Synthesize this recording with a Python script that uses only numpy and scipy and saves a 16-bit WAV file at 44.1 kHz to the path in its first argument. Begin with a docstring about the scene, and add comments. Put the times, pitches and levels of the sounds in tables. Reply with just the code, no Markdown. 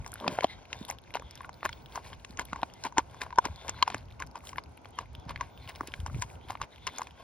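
"""A pebbled yard: a puppy gnaws a raw meaty bone close to a phone with two microphone ports.
Teeth slip and crack on gristle: decaying tones ring the mouth hollow, with a crack and a noisy edge.
Wet flesh squelches and crunches as filtered crackle and grains; lips and spit click as short bubbles.
The bone drags as resonant crackle and bumps as low sagging tones; the nose huffs in gliding noise bands.
A breeze buffets the ports and the neighbourhood hums, both as stereo noise; thin high tones come and go."""
import sys
import numpy as np
from scipy import signal
from scipy.fft import rfft, irfft, next_fast_len
from scipy.io import wavfile
from scipy.ndimage import uniform_filter1d, map_coordinates

SR = 44100
rng = np.random.default_rng(int(sys.argv[2]) if len(sys.argv) > 2 else 0)


def persist_wave(psi):
    """Save psi, clipped to +-1, as 16-bit WAV."""
    counts = np.round(np.clip(psi, -1, 1) * 32767).astype(np.int16)
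    wavfile.write(sys.argv[1], SR, np.atleast_2d(counts).T)


N = 318843

# Wet stir between bites. Each row: time in seconds, squelch in the mouth in dB, spit hiss in dB.
WET_STIR = [(0, -57, -57), (.2, -60, -59), (.32, -58, -50.5), (.52, -60.5, -78), (1.51, -68, -66),
            (2.85, -72.5, -64), (3.34, -54, -62), (3.81, -60, -63), (4.01, -80, -70.5), (4.57, -80, -57),
            (5.11, -74.5, -75.5), (5.82, -58.5, -54), (6.59, -81, -65), (7.23, -57.5, -62)]
# Crunches as the jaws close. Each row: middle in seconds, mouth, fizz and spit levels in dB,
# length in ms (at least 2 is used).
CRUNCHES = [(.07, -51, -76, -42, 12), (.225, -49, -68, -87, 22), (.3, -53, -54.5, -76, 44),
            (0.434, -40, -44, -93, 8.8), (.787, -77, -71, -54, 46), (.84, -70, -74, -66, 16),
            (0.897, -47.5, -63, -38, 13), (1.158, -43, -49, -52, 12.4), (1.34, -84, -64.5, -79, 56),
            (1.449, -49.5, -67, -51.5, 9.2), (1.654, -36, -45, -33, 9.2), (1.965, -43.5, -51.5, -44, 15.6),
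            (2.129, -55.5, -59.5, -81, 15), (2.4, -39, -45, -43, 13), (2.571, -50, -61, -83, 24),
            (2.857, -36, -45, -42, 10.5), (2.984, -31, -40, -62, 9.3), (3.22, -40.5, -41, -37, 9.6),
            (3.453, -34.5, -40.5, -64, 7.6), (3.691, -46, -44.5, -51, 10), (3.78, -54.5, -59, -82, 23),
            (3.901, -51.5, -49.5, -54, 39.4), (4.214, -46.5, -50, -60, 13.6),
            (4.364, -49.5, -55.5, -66, 11.8), (4.582, -59, -55, -79, 9.9), (4.999, -46.5, -55, -57, 17.4),
            (5.299, -44.5, -46, -45.5, 12.2), (5.414, -49, -55.5, -71, 17), (5.694, -49, -43, -37.5, 8.3),
            (5.759, -56, -51, -64, 5.5), (5.877, -66, -45, -46, 6.2), (6.007, -77, -65, -40, 4.7),
            (6.073, -53, -47.5, -37, 3.4), (6.226, -45, -45.5, -35.5, 8.2), (6.505, -50.5, -49.5, -43, 18),
            (6.626, -44.5, -46, -47, 11.8), (6.877, -42, -42.5, -61, 8.1), (6.975, -66, -60, -54, 66)]
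# The bone drags on the ground. Each row: middle in seconds, level in dB, half-length in ms.
BONE_RUBS = [(.28, -41.5, 62), (.83, -55, 19), (5.27, -58, 14), (6.1, -58, 60)]
# Mouth around the bone. Each row: mode in Hz, width in Hz, level in dB.
MOUTH_MODES = [(1086, 49, -5), (637, 410, -9), (1633, 100, -14.5)]
# The dragged bone. Each row: mode in Hz, width in Hz, level in dB.
BONE_MODES = [(230, 38, -2.5), (420, 160, -8), (607, 53, -2.5), (970, 33, -6)]
# Meat and cheeks. Each row: mode in Hz, width in Hz, level in dB.
FLESH_MODES = [(250, 96, -8), (455, 190, -14)]
# Spectrum of the wet fizz. Each row: frequency in Hz, density in dB per Hz.
WET_SPECTRUM = [(900, -40), (1500, -5), (2260, 6.5), (3210, -1), (5390, -3.5), (6800, -2.5), (8000, -88),
                (10400, -36), (17600, -120)]
# Spectrum of the spit. Each row: frequency in Hz, density in dB per Hz.
SPIT_SPECTRUM = [(4410, -9.5), (7500, -2.5), (11500, -15), (13500, -14), (14700, -6), (15900, -17),
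                 (16400, 6)]
# Huffs through the nostrils. Each row: start in seconds, length in seconds, level in dB, centre in Hz.
HUFFS = [(0, 0.69, -58.5, 3233), (0.72, 0.18, -54, 3650), (1.079, .4, -60, 3440), (1.55, 0.26, -60, 3300),
         (2.601, 0.26, -65, 3260), (3.073, 0.21, -60.5, 3480), (3.307, 0.56, -57, 3510),
         (4.705, .18, -76, 3404), (4.921, .12, -54.5, 3205), (5.109, 0.18, -61, 3540),
         (5.45, 0.3, -58.5, 3540), (6.394, 0.083, -57, 3310), (6.699, 0.39, -53.5, 3440),
         (7.102, 0.2, -61, 3400)]
# Breeze on the ports. Each row: time in seconds, level in dB.
BREEZE_LEVEL = [(0.0, -41), (0.08, -54), (3.46, -54.5), (3.52, -40.5), (3.58, -49.5), (5.01, -54.5),
                (5.21, -50.5), (5.94, -53.5), (6.0, -43), (6.12, -44), (6.16, -31), (6.24, -50),
                (6.59, -51), (6.63, -42), (6.68, -69), (6.89, -48.5), (6.93, -66), (7.23, -57)]
# Spectrum of the buffeting. 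Each row: frequency in Hz, density in dB per Hz.
BUFFET_SPECTRUM = [(12, -81), (20, -80), (45, -0.5), (65, 4), (86, 2.5), (162, -7), (200, -19),
                   (260, -12.5), (440, -120)]
# Spectrum of the far hum. Each row: frequency in Hz, density in dB per Hz.
HUM_SPECTRUM = [(82, -27), (140, -4), (193, -1), (502, -5), (950, -2.5), (1200, -14.5), (1560, -11.5),
                (2640, -120)]
# Wet clicks of lips, tongue and spit. Each row: start in seconds, level in dB, pitch in Hz.
WET_CLICKS = [(.046, -38, 2120), (0.119, -28, 7500), (0.131, -34, 1460), (.14, -21.5, 10200),
              (.157, -32.5, 1500), (.201, -31, 3370), (.21, -34, 710), (0.435, -26, 3850),
              (6.529, -39, 999), (6.573, -41, 2240), (6.601, -40, 1060), (6.76, -40, 3060),
              (6.975, -34, 4560), (7.032, -31, 5400), (7.008, -30, 1030), (.353, -37, 1510),
              (0.423, -34, 1680), (0.654, -40.5, 2480), (.85, -31.5, 3630), (.458, -45, 3200),
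              (.469, -38, 3200), (.79, -40, 4770), (.828, -38, 3500), (.886, -34, 3230), (5.434, -40, 2100),
              (5.5, -48, 2320), (5.576, -38.5, 3010), (5.6, -49, 2300), (5.72, -43, 3400),
              (6.412, -47.5, 2500), (3.472, -34, 2300), (3.001, -46, 1700), (1.608, -43, 2490),
              (1.821, -49, 4300), (1.897, -49, 3300), (2.036, -49, 4000), (2.137, -39, 3500),
              (3.81, -49, 2500), (3.886, -37, 5000), (4.085, -48, 2980), (4.105, -45, 3500),
              (4.37, -44, 6000), (4.389, -42, 8000), (4.517, -46, 3000), (4.573, -38, 11000),
              (4.595, -48, 9000), (4.817, -53, 7000), (4.907, -44, 8000), (4.958, -50, 10000),
              (5.058, -46, 2190), (5.132, -46, 7950), (5.199, -43, 5850), (5.253, -48, 5000),
              (.853, -33, 11000), (0.911, -26, 11100), (1.018, -50, 10100), (1.118, -50, 11000),
              (1.417, -38.5, 9300), (3.063, -56, 9050), (3.112, -46, 9000), (4.008, -48, 3000),
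              (4.056, -48, 5070), (4.266, -39, 7000), (4.377, -42, 5000), (4.695, -53, 9000),
              (4.723, -53, 8800), (4.773, -41, 10100), (4.862, -51, 9000), (4.888, -46, 9200),
              (6.782, -42, 2610), (6.962, -34, 5500), (.883, -33, 9100), (.911, -28.5, 2160),
              (0.986, -36, 3340), (1.039, -45, 3800), (1.376, -35, 3320), (1.106, -38, 2270),
              (1.148, -23, 2620), (1.222, -35.5, 1090), (1.31, -29.5, 5300), (1.355, -29, 5800),
              (1.432, -42, 2110), (1.53, -40, 4240), (1.542, -38.5, 4430), (1.659, -17, 1660),
              (1.81, -52, 3370), (1.86, -35, 3330), (1.886, -51, 3020), (1.923, -39, 3600),
              (2.102, -43.5, 3200), (2.15, -47, 6000), (2.198, -46.5, 3800), (2.455, -39, 3500),
              (2.499, -46, 2180), (2.308, -38, 4230), (2.39, -22.5, 1620), (2.453, -28, 11800),
              (2.486, -42, 2200), (2.738, -34.5, 5800), (2.7, -42, 2900), (2.617, -35, 3380),
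              (3.509, -45, 2280), (3.56, -35.5, 4300), (3.744, -39.5, 1400), (3.788, -37, 1790),
              (3.968, -38, 1020), (3.981, -34.5, 4360), (4.111, -43.5, 2420), (4.124, -41.5, 3700),
              (4.196, -37, 2580), (4.236, -38, 1410), (4.272, -37, 5440), (4.406, -45, 2270),
              (4.472, -31.5, 3430), (4.559, -33, 1700), (4.638, -37.5, 4800), (4.66, -47, 2600),
              (4.313, -43, 5130), (4.439, -41.5, 1080), (4.776, -40, 2560), (4.847, -40, 2330),
              (5.376, -38, 2240), (5.151, -30.5, 3230), (5.307, -28.5, 1040), (5.676, -33, 2950),
              (5.695, -37, 2950), (5.743, -48, 920), (5.752, -36, 3460), (5.759, -32, 5460),
              (5.833, -36, 1010), (5.874, -22.5, 6600), (5.92, -35, 3120), (6.002, -36.5, 3200),
              (6.041, -56, 1300), (6.07, -41, 2840), (6.081, -38, 1090), (6.099, -37, 1250),
              (6.146, -34.5, 2340), (6.198, -41, 5160), (6.301, -40, 2320), (6.355, -44, 2980),
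              (6.486, -37, 3080), (6.5, -27.5, 864), (6.897, -37, 2140), (7.109, -39, 3130)]
# Snaps of teeth and gristle. Each row: start in seconds, mouth pitch in Hz, mouth level in dB,
# ring in ms (at least 0.4 is used), crack pitch in Hz, crack level in dB, edge level in dB.
TOOTH_SNAPS = [(.062, 950, -25, 1.6, 2260, -47.5, -30.5), (.243, 1030, -22, 2.2, 1950, -45, -51),
               (.265, 990, -23, 2.8, 1830, -38, -54), (0.278, 830, -1.5, 0.81, 2490, -18, -23),
               (.387, 760, -4.5, 1.24, 1860, -31, -50), (0.407, 567, -28, 3.1, 2270, -31.5, -29),
               (.443, 676, -7.5, 2.94, 3100, -22.5, -40), (.729, 960, -39, 3.3, 2714, -30.5, -33),
               (0.899, 790, -22, 2.35, 2050, -33, -18.5), (1.139, 960, -43, 1.4, 2840, -38, -35),
               (1.154, 786, -7, 0.94, 2080, -31.5, -29.5), (1.169, 950, -17, 1.1, 2090, -34.5, -53),
               (1.196, 533, -38, 4, 2400, -43.5, -35), (1.406, 1064, -31.5, 4, 1850, -43, -47),
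               (1.445, 1440, -36, 3.5, 2050, -43.5, -52), (1.492, 940, -22.5, 1.43, 2050, -46.5, -35.5),
               (1.63, 1080, -8, 0.59, 1790, -35, -49), (1.652, 634, -28, 6.6, 1620, -25, -21.5),
               (1.691, 930, -39, 6.9, 2140, -33.5, -28), (1.728, 1090, -43, 2, 3280, -33.5, -51),
               (1.956, 1010, -28, 4, 2230, -37.5, -22), (1.976, 880, -14, 1.2, 2080, -56, -58),
               (2.13, 1640, -33.5, 1.5, 3110, -41.5, -56), (2.247, 1065, -46, 4.5, 2660, -36, -31),
               (2.372, 1600, -57, 2, 2850, -44, -30.5), (2.394, 1030, -4.5, 0.45, 2110, -27, -19),
               (2.531, 1200, -5.5, 0.72, 2520, -37.5, -33.5), (2.559, 1070, -27, 2.5, 1910, -36.5, -36),
               (2.631, 870, -4.5, 1.23, 2460, -26.5, -58), (2.837, 1550, -39, 6.4, 4060, -33.5, -23),
               (2.85, 965, -22, 3.6, 1820, -33, -29), (2.865, 940, -23, 1.9, 1920, -39, -40),
               (2.923, 970, -34, 2.8, 1920, -53, -45), (2.972, 907, -17, 2.9, 2130, -40, -49),
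               (2.991, 950, -16, 2.9, 2120, -34, -33), (2.981, 936, -10, 4.2, 1836, -20.5, -10),
               (3.144, 1010, -35, 2.1, 2295, -53, -43), (3.216, 1670, -10.5, 0.7, 2530, -27, -20.5),
               (3.264, 1000, -30.5, 2.7, 2650, -55, -55), (3.305, 1050, -36, 3.3, 1830, -40.5, -48),
               (3.326, 985, -30.5, 5.9, 2040, -45, -51), (3.358, 936, -41, 7.5, 3130, -49, -40),
               (3.376, 970, -30.5, 3.1, 3500, -48.5, -48), (3.385, 967, -3.5, 3.74, 1710, -20, -16.5),
               (3.453, 980, -17, 1.7, 2290, -32.5, -15.5), (3.68, 1040, -55, 1.7, 2250, -34.5, -28),
               (3.693, 940, -8, 0.6, 3250, -36, -13.5), (3.825, 1025, -10.5, 4.5, 3100, -14, -17.5),
               (3.877, 930, -12.5, 2.17, 2540, -32.5, -23.5), (3.901, 763, -24, 2.2, 2430, -32.5, -28),
               (3.944, 633, -26.5, 1.9, 1644, -27.5, -21), (4.2, 1066, -37, 10, 2060, -36, -27),
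               (4.222, 1580, -18.5, 1.67, 1950, -31, -27), (4.355, 970, -26.5, 3.1, 2430, -42.5, -35),
               (4.491, 870, -56, 2.8, 3110, -38.5, -27.5), (4.53, 1060, -32.5, 3.3, 1970, -45, -44),
               (4.582, 1033, -24, 3.7, 2190, -28.5, -60), (4.856, 1140, -18, 0.48, 3230, -47.5, -64),
               (4.987, 1072, -17.5, 2.5, 2850, -31.5, -25.5), (5.292, 1030, -34.5, 4.2, 2300, -44, -36),
               (5.359, 1690, -48, 6.5, 2220, -31, -56), (5.409, 1050, -20.5, 4.2, 1890, -27.5, -28.5),
               (5.808, 1120, -12, 1.3, 1890, -72, -31), (5.938, 1610, -50, 5, 2290, -32, -33),
               (6.062, 935, -20.5, 1.86, 2060, -44, -24.5), (6.221, 997, -28, 7.4, 2340, -30.5, -16.5),
               (6.504, 906, -15, 1.4, 2145, -31.5, -28), (6.553, 1050, -15.5, 0.94, 2170, -42, -55),
               (6.615, 1076, -14.5, 1.67, 2700, -34, -24.5), (6.868, 1053, -32.5, 8.7, 2215, -28.5, -16),
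               (6.874, 1045, -31, 4.4, 2860, -29, -22), (6.983, 1080, -35, 1.7, 2220, -34, -16),
               (6.994, 890, -17.5, 1.2, 1880, -59, -41), (7.017, 1010, -18.5, 2.2, 1940, -34.5, -25.5),
               (7.07, 856, -31.5, 1.5, 2466, -39.5, -34)]
# Modes of a crack. Each row: ratio to its pitch, level in dB.
CRACK_MODES = [(.7, -6), (1, -1), (1.38, -9), (1.9, -18)]
# Jaw and bone bump the ground. Each row: start in seconds, level in dB, pitch it sags to in Hz.
GROUND_BUMPS = [(0.279, -25.5, 220), (0.32, -36, 144), (0.812, -31, 206), (5.18, -36.5, 80.3),
                (5.264, -36, 128), (5.312, -39.5, 83.6), (5.362, -38.5, 83), (4.2, -52, 164),
                (1.601, -54, 250), (6.45, -45, 300), (6.163, -37, 292), (2.528, -33, 210),
                (2.631, -30, 293), (2.984, -23, 310), (3.384, -21.5, 386), (3.499, -39, 90),
                (3.95, -34, 267), (5.661, -40, 101), (5.81, -30.5, 287), (5.835, -41, 300),
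                (5.883, -39, 298), (0.444, -23, 248), (3.46, -29, 288), (5.992, -32, 71.4),
                (6.029, -30, 75.6), (6.06, -41, 90), (6.082, -38, 90), (6.114, -41, 119), (6.145, -25, 91),
                (6.187, -28, 97), (.262, -33, 215), (.29, -31, 215), (0.332, -37, 260), (2.301, -39.5, 199),
                (6.247, -39, 110)]
# Thin high tones, perhaps an insect. Each row: start in seconds, end in seconds, pitch in Hz, level in dB.
THIN_TONES = [(1.53, 1.78, 15400, -74), (1.69, 1.97, 15640, -69), (5.5, 5.7, 15400, -68),
              (5.66, 5.88, 15640, -69)]
# Phase between the ports. Each row: frequency in Hz, lead of the left port in radians.
PORT_LEAD = [(0, 0), (1000, .25), (2000, .6), (3800, 1.4), (5200, 1.4), (6200, 3.3), (8300, 2.9),
             (9900, .3), (12100, -.4), (13400, -2.9), (16100, -3.6)]
# Level between the ports. Each row: frequency in Hz, left over right in dB.
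PORT_TILT = [(60, 0), (180, -1.5), (550, 3), (1650, 1.5), (4970, 3), (15000, 1.5)]

FIZZ_MEAN_DB, FIZZ_FOLLOW_SHARE = -71.5, 0.48  # the fizz follows this share of the squelch's swings
CRUNCH_RISE_SHARE = 0.81  # below 1: rises faster than it falls
FLESH_DB, FLESH_DB_PER_MS = -15, 0.3058  # re mouth level; long crunches move more meat
HUFF_RISE_SHARE, HUFF_REST_DB = 0.55, -88  # share of a huff spent swelling; faint air between huffs
HUFF_GLIDE = 0.068  # pitch slope per huff length, share of its centre
UPPER_RATIO, UPPER_DB = 1.564, -9.5  # second mode of the mouth hollow
TOP_HZ = 16500


def amp(db):
    """Gain of a dB value."""
    return 10 ** (np.asarray(db) / 20)


def unit(x):
    """x at rms 1."""
    return x / np.sqrt(np.mean(x ** 2) + 1e-20)


def along(points, hz):
    """(Hz, value) points interpolated on a log axis."""
    f, v = np.transpose(points)
    return np.interp(np.log(hz + 1), np.log(f + 1), v)


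def curves(rows):
    """One value per sample for each column after the time."""
    s, *cols = np.transpose(rows)
    return [np.interp(np.arange(N) / SR, s, c) for c in cols]


def wobble(rate_hz):
    """A smooth random curve, rate_hz knots a second."""
    knots = rng.standard_normal(int(N * rate_hz / SR) + 4)
    return map_coordinates(knots, [np.arange(N) * rate_hz / SR])


def filtered(x, response):
    """x times a complex response of frequency."""
    m = next_fast_len(N + SR // 2)
    return irfft(rfft(x, m) * response(np.fft.rfftfreq(m, 1 / SR)), m)[..., :N]


def spectrum(points):
    """The gain curve of a spectrum table."""
    return lambda hz: amp(along(points, hz))


def resonance(f, hz, width_hz):
    """One causal resonance."""
    return 1j * f * width_hz / (hz * hz - f * f + 1j * f * width_hz)


def body(modes):
    """The causal response of a few resonances, alternating in sign."""
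    return lambda f: sum((-1) ** k * amp(db) * resonance(f, hz, width_hz)
                         for k, (hz, width_hz, db) in enumerate(modes))


def puff(t, peak_s):
    """A quick swell and decay whose top is 1 at peak_s."""
    return t / peak_s * np.exp(1 - t / peak_s)


def pair(points, alike):
    """Stereo noise of rms 1, the ports partly alike."""
    a, b = filtered(rng.standard_normal((2, N)), spectrum(points))
    u = np.arccos(np.clip(alike, -1, 1)) / 2
    return unit(np.array([np.cos(u) * a + np.sin(u) * b, np.cos(u) * a - np.sin(u) * b]))


def crackle(count, spread_db, noise_share):
    """Tiny films of spit bursting, count a second with a few big ones, over plain noise."""
    hit = rng.random(N) < count / SR
    size = np.minimum(rng.exponential(1, N), np.pi)
    sign = np.sign(rng.standard_normal(N))
    pops = unit(hit * sign * amp(spread_db * size))
    share = np.clip(noise_share, 0, 1)
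    return np.sqrt(1 - share) * pops + np.sqrt(share) * rng.standard_normal(N)


def grains(count, hz, octaves, cycles, spread_db):
    """Little cracks and bursting bubbles, count a second, each with its own pitch and a short life; rms 1."""
    when, pitch, size = rng.random((3, int(count * N / SR)))
    n = np.arange(SR // 100)
    turns = hz * 2 ** (octaves * (2 * pitch - 1))[:, None] * n / SR
    level = amp(-spread_db * np.log(size + 1 / 20))[:, None]
    shape = turns * np.exp(-turns / cycles) * np.sin(2 * np.pi * turns) * level
    at = (when * N).astype(int)[:, None] + n
    return unit(np.bincount(at.ravel(), shape.ravel(), N + SR)[:N])


def bites():
    """Power over time of each crunch layer: a lopsided bell for every bite."""
    power, t = np.zeros((4, N)), np.arange(N) / SR
    for s, mouth_db, fizz_db, spit_db, length_ms in CRUNCHES:
        near = slice(max(round((s - .15) * SR), 0), round((s + .15) * SR))
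        side = np.where(t[near] < s, CRUNCH_RISE_SHARE, 2 - CRUNCH_RISE_SHARE)
        width_s = max(length_ms, 2) / 1000 * side
        flesh_db = mouth_db + FLESH_DB + FLESH_DB_PER_MS * length_ms
        levels = amp([mouth_db, fizz_db, spit_db, flesh_db])
        power[:, near] += levels[:, None] ** 2 * np.exp(-((t[near] - s) / width_s) ** 2)
    return power


def bone_drag():
    """The bone drags on the ground: crackle through its resonances in flat-topped swells."""
    t = np.arange(N) / SR
    rub = sum(amp(db) * np.exp(-((t - s) * 1000 / ms) ** 4) for s, db, ms in BONE_RUBS)
    return rub * amp(2 * wobble(60)) * unit(filtered(crackle(600, 3, .5), body(BONE_MODES)))


def squelch():
    """Flesh and spit work between the jaws: a wet stir with stray ticks, and clustered cracks in every bite."""
    mouth_db, hiss_db = curves(WET_STIR)
    fizz_db = FIZZ_MEAN_DB + FIZZ_FOLLOW_SHARE * (mouth_db - mouth_db.mean())
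    shared_db = 5.1 * wobble(15)
    own_db = 2.4 * np.array([wobble(20), wobble(24), wobble(24)])
    stir = amp([mouth_db, fizz_db, hiss_db] + shared_db + own_db)
    bite = np.sqrt(bites())

    low = unit(filtered(crackle(600, 5, .13), body(MOUTH_MODES)))
    mid = unit(filtered(crackle(1200, 2, .32), spectrum(WET_SPECTRUM)))
    high = unit(filtered(crackle(1200, 17, .12), spectrum(SPIT_SPECTRUM)))
    mist = unit(filtered(crackle(1500, 8, .55), spectrum(SPIT_SPECTRUM)))
    flesh = unit(filtered(rng.standard_normal(N), body(FLESH_MODES)))
    ticks = .9 * grains(count=80, hz=2600, octaves=1.1, cycles=1.3, spread_db=3)
    pops = grains(count=350, hz=1000, octaves=.12, cycles=1.4, spread_db=3) + .5 * low
    cracks = grains(count=260, hz=2410, octaves=.96, cycles=.46, spread_db=.5) + .55 * mid

    between = (stir * [low, mid + ticks, mist]).sum(0)
    crunch = (bite * [pops, cracks, high, flesh]).sum(0)
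    return between + crunch


def nose():
    """Breath hisses through the nostrils: bands of noise around, above and below a pitch that rises in each huff."""
    t, level = np.arange(N) / SR, amp(HUFF_REST_DB)
    glide = []
    for s, length_s, db, centre_hz in HUFFS:
        u = (t - s) / length_s
        swell = np.minimum(u / HUFF_RISE_SHARE, (1 - u) / (1 - HUFF_RISE_SHARE))
        level = level + amp(db) * np.clip(swell, 0, 1)
        glide += [(s + length_s * v, centre_hz * (1 + HUFF_GLIDE * (v - .5))) for v in (.1, .9)]
    hz, = curves(glide)
    # slow noise, moved up to the pitch
    a, b = filtered(rng.standard_normal((2, N)), lambda f: 1 / np.sqrt(1 + (f / 110) ** 2))
    turn = 2 * np.pi * np.cumsum(hz + 90 * wobble(12)) / SR
    flutter = amp(2.1 * wobble(30))
    main = a * np.cos(turn) + b * np.sin(turn)
    outer = b * np.cos(1.17 * turn) + a * np.sin(.63 * turn)
    return level * flutter * unit(main + amp(-8.5 + 11 * wobble(14)) * outer)


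def yard():
    """A breeze buffets the ports in lumps; distant traffic and air hum underneath, all as shaped noise."""
    buffet_db, = curves(BREEZE_LEVEL)
    buffet = amp(buffet_db + 3.1 * wobble(16)) * pair(BUFFET_SPECTRUM, alike=.85)
    hum = amp(-57.5 + .317 * wobble(1.3) + 1.64 * wobble(9)) * pair(HUM_SPECTRUM, alike=.25)
    air = amp(-70.5) * pair(WET_SPECTRUM, alike=.0503)
    return buffet + hum + air


def clicks():
    """Each wet click is a bubble of a cycle or two at its own pitch with a spray of noise."""
    out, t = np.zeros(N + SR), np.arange(SR // 100) / SR
    for s, db, hz in WET_CLICKS:
        spray = .07 * np.diff(rng.standard_normal(len(t) + 1)) * puff(t, .0011)
        colour = 1 + .51 * np.cos(.9 * np.pi * hz * t)
        bubble = puff(t, .8 / hz) * np.sin(2 * np.pi * hz * t) * colour
        out[round(s * SR):][:len(t)] += amp(db) * (bubble + spray)
    return out[:N]


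def snaps():
    """Each snap rings the mouth hollow for a few cycles; a bony crack and a noisy edge start it."""
    t = np.arange(SR // 25) / SR
    tones, edge = np.zeros((2, N + len(t)))
    for s, hz, mouth_db, ring_ms, crack_hz, crack_db, edge_db in TOOTH_SNAPS:
        at = slice(round(s * SR), round(s * SR) + len(t))
        grit = rng.standard_normal((2, len(t)))
        ring_s = max(ring_ms, .4) / 1000
        swell = (1 - np.exp(-t / .0014)) * np.exp(-(t / ring_s) ** 2 / 2)
        pitch_hz = hz * (1 + .013 * (2 * np.exp(-t / .0035) - 1))  # sags as the jaws part
        turn = 2 * np.pi * np.cumsum(pitch_hz) / SR
        upper = amp(UPPER_DB - 60 * t / .06) * np.sin(UPPER_RATIO * turn)
        ring = amp(mouth_db) * swell * (np.sin(turn) + upper)
        tones[at] += ring

        # the tooth slips once just before it breaks through
        slip = max(at.start - round(rng.uniform(.00508, .00885) * SR), 0)
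        tones[slip:slip + len(t)] += amp(-21) * ring

        # splintering roughens the bone's ring
        smooth = uniform_filter1d(uniform_filter1d(grit[0], size=8), size=8)
        rough = 1 + .8 * smooth * np.sqrt(12)
        crack = sum(amp(db) * np.sin(2 * np.pi * ratio * crack_hz * t) for ratio, db in CRACK_MODES)
        tones[at] += amp(crack_db) * rough * puff(t, .0013) ** 2 * crack
        edge[at] += amp(edge_db) * grit[1] * puff(t, .0015) ** 2
    teeth = filtered(edge[:N], lambda f: resonance(f, 6200, 1860) ** 2)
    return tones[:N] + teeth


def thumps():
    """Jaw and bone push the ground: soft low tones of about two cycles, the pitch sagging."""
    out, t = np.zeros(N + SR), np.arange(SR // 10) / SR
    for s, db, hz in GROUND_BUMPS:
        u = t * hz / .46
        cycles = hz * t + .2 * (1 - np.exp(-2 * u))
        out[round(s * SR):][:len(t)] += amp(db) * u * np.exp(1 - u) * np.sin(2 * np.pi * cycles)
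    return out[:N]


def whine():
    """Each thin tone is a sine that swells, flutters and fades."""
    t = np.arange(N) / SR
    flutter = amp(4.7 * wobble(40))
    tones = 0
    for start_s, end_s, hz, db in THIN_TONES:
        fade = np.clip(np.minimum(t - start_s, end_s - t) / .016, 0, 1)
        tones = tones + amp(db) * fade * np.sin(2 * np.pi * hz * t)
    return flutter * tones


def walls(x):
    """The paving and the garden wall return a short diffuse scatter."""
    t = np.arange(SR // 8) / SR
    tail = rng.standard_normal((2, len(t))) * amp(-60 * t / .024)
    tail = uniform_filter1d(tail, size=2, axis=1)  # pebbles and plaster swallow the treble
    late = np.pad(x, (60, 0))[None]  # 60 samples
    return signal.fftconvolve(late, tail / np.linalg.norm(tail[0]), axes=1)[:, :N]


def ports(x):
    """The two ports hear the near mouth with their own phase and level; the difference sways as the head turns."""
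    side = np.array([[1], [-1]])
    left, right = filtered(x, lambda hz: amp(side * along(PORT_TILT, hz) / 2)
                           * np.exp(.5j * side * along(PORT_LEAD, hz)))
    sway = amp(-1 + 2.5 * wobble(4))
    return (left + right) / 2 + side * sway * (left - right) / 2


def scene():
    """The pup close by, the yard around."""
    pup = snaps() + clicks() + squelch() + bone_drag() + thumps() + nose()
    echo = amp(-16) * walls(pup)
    return ports(pup) + echo + yard() + whine()


def record(dry):
    """The phone rolls off the top treble and keeps nothing above its band limit."""
    return filtered(dry, lambda hz: amp(-7 / (1 + (13300 / (hz + 1)) ** 30)) * (hz < TOP_HZ))


dry = scene()
out = record(dry)
persist_wave(out)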